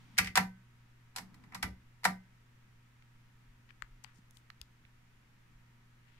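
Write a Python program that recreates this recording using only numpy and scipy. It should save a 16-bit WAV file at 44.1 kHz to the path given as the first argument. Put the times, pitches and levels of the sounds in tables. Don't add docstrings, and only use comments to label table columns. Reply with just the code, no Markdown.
import sys
import numpy as np
from scipy import signal
from scipy.fft import rfft, irfft
from scipy.io import wavfile

SR = 44100
rng = np.random.default_rng(int(sys.argv[2]) if len(sys.argv) > 2 else 0)


def master(y):
    cut = np.clip(np.atleast_2d(y).T, -1, 1)
    pcm = np.round(cut * 32767)
    wavfile.write(sys.argv[1], SR, pcm.astype(np.int16))


N = 273243


def amp(db):
    return 10 ** (np.asarray(db) / 20)


def unit_rms(x):
    return x / np.sqrt(np.mean(x ** 2) + 1e-20)


def curve_at(points, hz):
    point_hz, value = np.transpose(points)
    return np.interp(np.log(hz + 1), np.log(point_hz + 1), value)


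def add(mix, start_s, sound):
    part = mix[:, round(start_s * SR):][:, :sound.shape[-1]]
    part += sound[..., :part.shape[-1]]


def pan(pan_db):
    return amp([[pan_db / 2], [-pan_db / 2]])


def bell(hz, centre_hz, octaves):
    return 12 * (1 - np.sqrt(1 + (np.log2((hz + 1) / centre_hz) / octaves) ** 2))


def colour(x, curve_db, size=2048):
    log_gain = np.log(amp(curve_db(abs(np.fft.fftfreq(size, 1 / SR)))))
    taps = np.fft.ifft(np.exp(np.conj(signal.hilbert(log_gain)))).real
    return signal.oaconvolve(x, taps[None] / np.linalg.norm(taps), axes=1)[:, :x.shape[1]]


def decay(t, t60):
    return np.exp(-np.log(1000) * t / t60)


def rattle(t, t60, likeness):
    shared, *own = rng.choice([-1., 1.], (3, len(t)))
    return (np.sqrt(likeness) * shared + np.sqrt(1 - likeness) * np.array(own)) * decay(t, t60)


# band_hz, t60_s
ROOM_DECAY = [(100, .35), (500, 0.28), (1000, 0.18), (1800, 0.19), (3000, 0.18), (6000, 0.19), (9000, 0.17),
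              (15000, 0.21)]
def room(x, build_s=0.0023, density=.12):
    t = np.arange(SR // 2) / SR
    echoes = rng.choice([-1., 1.], (2, len(t))) * (rng.random((2, len(t))) < density)
    echoes *= 1 - np.exp(-(t / build_s) ** 2)
    hz, frame_s, bands = signal.stft(echoes, SR, nperseg=256)
    bands = bands * decay(frame_s, curve_at(ROOM_DECAY, hz)[:, None])
    tail = signal.istft(bands, SR, nperseg=256)[1]
    return signal.fftconvolve(x, tail / np.linalg.norm(tail[0]), axes=1)[:, :N]


# band_hz, gain_db
HISS_EQ = [(20, -4.5), (45, -11), (85, -15), (170, -16), (270, -22), (400, -27), (630, -31.5), (950, -27.5),
           (1900, -24.5), (4400, -37), (7000, -39.5), (8800, -44), (11500, -44), (15800, -47)]
# band_hz, left_right_correlation
HISS_LIKENESS = [(30, 0.88), (200, 0.93), (500, 0), (1000, 0.12), (3000, 0), (15000, 0)]
def room_hiss(level_db=-65):
    hz = np.fft.rfftfreq(N, 1 / SR)
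    left, other = rfft(rng.standard_normal((2, N)))
    likeness = curve_at(HISS_LIKENESS, hz)
    right = likeness * left + np.sqrt(1 - likeness ** 2) * other
    hiss = irfft(np.array([left, right]) * amp(curve_at(HISS_EQ, hz)), N)
    return amp(level_db) * unit_rms(hiss)


# pitch_hz, gain_db
HUM_TONES = [(120.1, 0), (238, -14.5), (180, -21.5), (948, -23), (1287, -23.5), (5765, -34.5)]
# time_s, level_db
HUM_RIDE = [(0.0, -62.5), (0.83, -63.5), (0.98, -65), (3.47, -64.5), (5.44, -68), (5.59, -64.5),
            (6.2, -67.5)]
def mains_hum():
    t = np.arange(N) / SR
    hum = sum(amp(db) * np.sqrt(2) * np.sin(2 * np.pi * (hz * t + rng.random())) for hz, db in HUM_TONES)
    return hum * amp(np.interp(t, *np.transpose(HUM_RIDE)))


# start_s, energy_db, centre_hz, width_octaves, t60_s, pan_db
CASE_TICKS = [(3.0231, -39, 2400, .6, 0.0095, -0.5), (3.822, -18.5, 1680, 0.42, 0.0039, 16.5),
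              (3.822, -33, 4800, 0.5, 0.0032, 16), (4.0397, -38, 7240, 0.45, 0.017, 26),
              (4.0432, -33.5, 770, 0.38, 0.011, 16.5), (4.0451, -30, 2410, 0.61, 0.0071, 20),
              (4.309, -37, 10000, 1.5, 0.0032, -7), (4.371, -40.5, 3500, 1, .0077, 19),
              (4.5015, -26.5, 1104, 1.01, 0.0096, -9), (4.5029, -38.5, 4400, 0.19, .0027, 17),
              (4.6146, -26.5, 3550, 0.9, 0.0055, 17), (4.8504, -38.5, 2300, .36, 0.0097, -9.5)]
def case_ticks(crack=0.33):
    t, out = np.arange(SR // 4) / SR, np.zeros((2, N))
    for start_s, db, centre_hz, octaves, t60, pan_db in CASE_TICKS:
        chatter = rattle(t, t60, likeness=0.42)
        slip = crack * (t == 0) + chatter / np.linalg.norm(chatter[0])
        tick = colour(slip, lambda hz: bell(hz, centre_hz, octaves)
                      - 10 * np.log10(1 + (950 / (hz + 100)) ** 10))
        add(out, start_s, amp(db) * pan(pan_db) * tick / np.linalg.norm(tick, axis=1, keepdims=True))
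    return out


# start_s, length_s, level_db, centre_hz
RUBS_AND_SQUEAK = [(3.686, 0.029, -57, 1900), (4.01, .14, -67.5, 1700), (4.122, 0.09, -74.5, 5540),
                   (4.318, 0.1, -74, 7000), (5.939, 0.46, -73.5, 2200)]
def rubs_and_squeak(grains_per_s=1500, octaves=.62, pan_db=9):
    out = np.zeros((2, N))
    for start_s, length_s, db, centre_hz in RUBS_AND_SQUEAK:
        grains = rng.standard_normal((2, SR)) * (rng.random(SR) < grains_per_s / SR)
        friction = unit_rms(colour(grains, lambda hz: bell(hz, centre_hz, octaves)))
        swell = np.hanning(round(length_s * SR))
        add(out, start_s, amp(db) * pan(pan_db) * swell * friction[:, :len(swell)])
    return out


# start_s, level_db, pitch_hz
HAND_BUMPS = [(3.48, -55.5, 30), (3.822, -51.5, 38), (3.904, -50.5, 27.3), (4.188, -53.5, 202.3),
              (4.608, -50, 60), (5.55, -55.5, 32)]
def small_noises(room_db=-19, lag_samples=26):
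    t = np.arange(SR // 4) / SR
    out = case_ticks() + rubs_and_squeak()
    out[1] = np.roll(out[1], lag_samples)
    out += amp(room_db) * room(out)
    for start_s, db, hz in HAND_BUMPS:
        cycles = hz * t
        swell = 2 * cycles * np.exp(1 - 2 * cycles)
        add(out, start_s, amp(db) * swell * np.sin(2 * np.pi * cycles))
    return out


# band_hz, gain_db
MOTOR_EQ = [(40, -0.5), (120, 4.5), (210, 12.5), (270, 6), (360, -7.5), (600, -17.5), (900, -6),
            (2000, -20), (4000, -36), (12000, -42.5)]
# start_s, stop_s, motor_db, whirr_db
WIND_RUNS = [(-.1, 0.255, -64.5, -70), (1.167, 1.63, -61.5, -86)]
def winding(spin_up_s=.02, coast_s=0.037):
    t, out = np.arange(N) / SR, np.zeros((2, N))
    motor = colour(rattle(t, np.inf, likeness=0.71), lambda hz: curve_at(MOTOR_EQ, hz))
    whirr = colour(rattle(t, np.inf, likeness=0.15), lambda hz: bell(hz, centre_hz=1900, octaves=1))
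    for start_s, stop_s, motor_db, whirr_db in WIND_RUNS:
        spin_up = 1 - np.exp(-np.maximum(t - start_s, 0) / spin_up_s)
        coast = np.exp(-np.maximum(t - stop_s, 0) / coast_s)
        out += spin_up * coast * (amp(motor_db) * motor + amp(whirr_db) * whirr)
    return out


SEAT_S = .0027
# start_s, snap_db, clack_db
KNOCKS = [(1.3429, -58.5, -59), (1.4376, -64.5, -56.5)]
# start_s, travel_s, touch_db, release_snap_db, rattle_db, stop_snap_db,
# clack_db, clack_centre_hz, thump_db, thump_centre_hz
KEY_STROKES = [(0.179, 0.0044, -47, -27, -48, -18, -17, 2140, -30, 107.5),
               (0.2444, .0262, -60, -39.5, -40, -41.5, -35, 2550, -45, 110),
               (0.3555, 0.017, -61.5, -22.5, -25, -20.5, -17, 1180, -29, 173),
               (1.1611, .0212, -60.5, -32.5, -44, -36.5, -39.5, 925, -47, 150),
               (1.5221, .0242, -72, -63.5, -49.5, -37.5, -38, 1124, -46, 171),
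               (1.6240, 0.0029, -70, -57, -49, -29, -28, 1450, -30.5, 76),
               (2.0420, 0.0089, -47.5, -33, -35, -23, -19.5, 990, -32, 206)]
def contacts(slack_s=.008, rebound_s=.007, rebound_db=-17.5, knock_hz=1280):
    for start_s, travel_s, touch_db, release_db, rattle_db, stop_db, clack_db, hz, _, _ in KEY_STROKES:
        stop_s = start_s + travel_s
        yield start_s - slack_s, touch_db, hz, touch_db - 6, 0
        yield start_s, rattle_db, hz * 1.1, release_db, 0
        yield start_s + 0.55 * travel_s, rattle_db, hz, release_db - 9, 0
        yield stop_s, clack_db, hz, stop_db, SEAT_S
        yield stop_s + rebound_s, clack_db + rebound_db, hz, stop_db + rebound_db, 0
    for start_s, snap_db, clack_db in KNOCKS:
        yield start_s, clack_db, knock_hz, snap_db, 0


# pitch_hz, gain_db, t60_s
CABINET_MODES = [(60, -3.5, .35), (70, -3.5, 0.29), (102.7, -2.5, 0.26), (112.3, -8.5, 0.16), (162, -3, .2),
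                 (187, 6, .33), (224.4, -6, 0.22), (256, -17, 0.17)]
def cabinet_thumps(rise_s=0.034, shudder_db=-9, octaves=0.81):
    t, out = np.arange(SR) / SR, np.zeros((2, N))
    hz, db, t60 = np.transpose(CABINET_MODES)[:, :, None]
    for start_s, travel_s, *_, thump_db, centre_hz in KEY_STROKES:
        modes = amp(db + bell(hz, centre_hz, octaves)) * decay(t, t60) * np.sin(2 * np.pi * hz * t)
        chatter = rattle(t, t60=0.24, likeness=0.49)
        shudder = colour(chatter, lambda f: bell(f, centre_hz=225, octaves=0.75))
        boom = (modes.sum(0) + amp(shudder_db) * shudder) * (1 - np.exp(-t / rise_s))
        add(out, start_s + travel_s + SEAT_S, amp(thump_db) * boom)
    return out


# pitch_hz, gain_db
FRONT_MODES = [(355, -7), (505, -3), (689, -3.5), (772, 1), (800, -11), (940, -5), (980, 1), (1190, -3.5),
               (1363, -2.5), (1480, -6.5), (1545, -6.5), (1780, -10.5), (1893, -7), (1997, -8.5),
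               (2150, -9), (2456, -7.5), (2649, -9), (4702, -4.5), (5012, -6), (5640, -8)]
# pitch_hz, gain_db
COVER_MODES = [(1530, 0.5), (1707, -4.5), (1900, -2), (2010, -3.5), (2075, -1)]
# band_hz, gain_db
SNAP_EQ = [(200, -17), (1000, -8), (2300, -0.5), (3400, -0.5), (4900, 4), (6500, -3), (7900, -2),
           (9800, -6), (11500, -6), (15000, -17.5)]
# band_hz, gain_db
CLACK_EQ = [(100, -8.5), (300, -11.5), (420, -15), (700, -4.5), (950, 1), (1100, -5.5), (1400, -6),
            (2000, 6), (2500, 0), (3200, -8), (6000, -16), (15000, -26.5)]
# band_hz, left_minus_right_db
DECK_PAN = [(200, 2.5), (600, -1.5), (950, -1), (1600, -6), (2400, 3.5), (3400, 6), (5000, -1), (7500, 5),
            (9500, 0.5), (11500, -9), (15000, -8)]
def key_clacks(clack_db=-2, front_db=-12, cover_db=-35.5, room_db=-8,
               crack=6.5, octaves=0.79, lag_samples=5):
    t, out = np.arange(SR // 2) / SR, np.zeros((2, N))
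    mode_hz, mode_db = np.transpose(FRONT_MODES)[:, :, None]
    polarity = (-1) ** np.arange(len(FRONT_MODES))[:, None]
    mic_phase = rng.uniform(-.5, 0.65, (2, len(FRONT_MODES), 1))
    rings = polarity * decay(t, t60=0.12) * np.sin(2 * np.pi * mode_hz * t + mic_phase)
    cover = decay(t, t60=0.46) * sum(amp(db) * np.sin(2 * np.pi * hz * t) for hz, db in COVER_MODES)
    for start_s, hit_db, centre_hz, snap_db, delay_s in contacts():
        scrape = rattle(t, t60=0.038, likeness=0.21) * (1 - np.exp(-t / 0.0004))
        snap = colour(scrape, lambda hz: curve_at(SNAP_EQ, hz))
        strike = crack * (t == 0) + rattle(t, t60=0.064, likeness=0.2)
        clack = colour(strike, lambda hz: curve_at(CLACK_EQ, hz) + bell(hz, centre_hz, octaves))
        front = (amp(mode_db + bell(mode_hz, centre_hz, octaves)) * rings).sum(1)
        body = amp(clack_db) * clack + amp(front_db) * front + amp(cover_db) * cover
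        add(out, start_s, amp(snap_db) * snap)
        add(out, start_s + delay_s, amp(hit_db) * body)
    out[1] = np.roll(out[1], lag_samples)
    out += amp(room_db) * room(out)
    pan_db = curve_at(DECK_PAN, np.fft.rfftfreq(N, 1 / SR))
    return irfft(rfft(out) * amp([pan_db / 2, -pan_db / 2]), N)


def scene():
    return key_clacks() + cabinet_thumps() + winding() + small_noises() + room_hiss() + mains_hum()


def record(dry):
    low_pass = signal.firwin(401, cutoff=15700, window=("kaiser", 9), fs=SR)
    return signal.oaconvolve(dry, low_pass[None], "same")


dry = scene()
out = record(dry)
master(out)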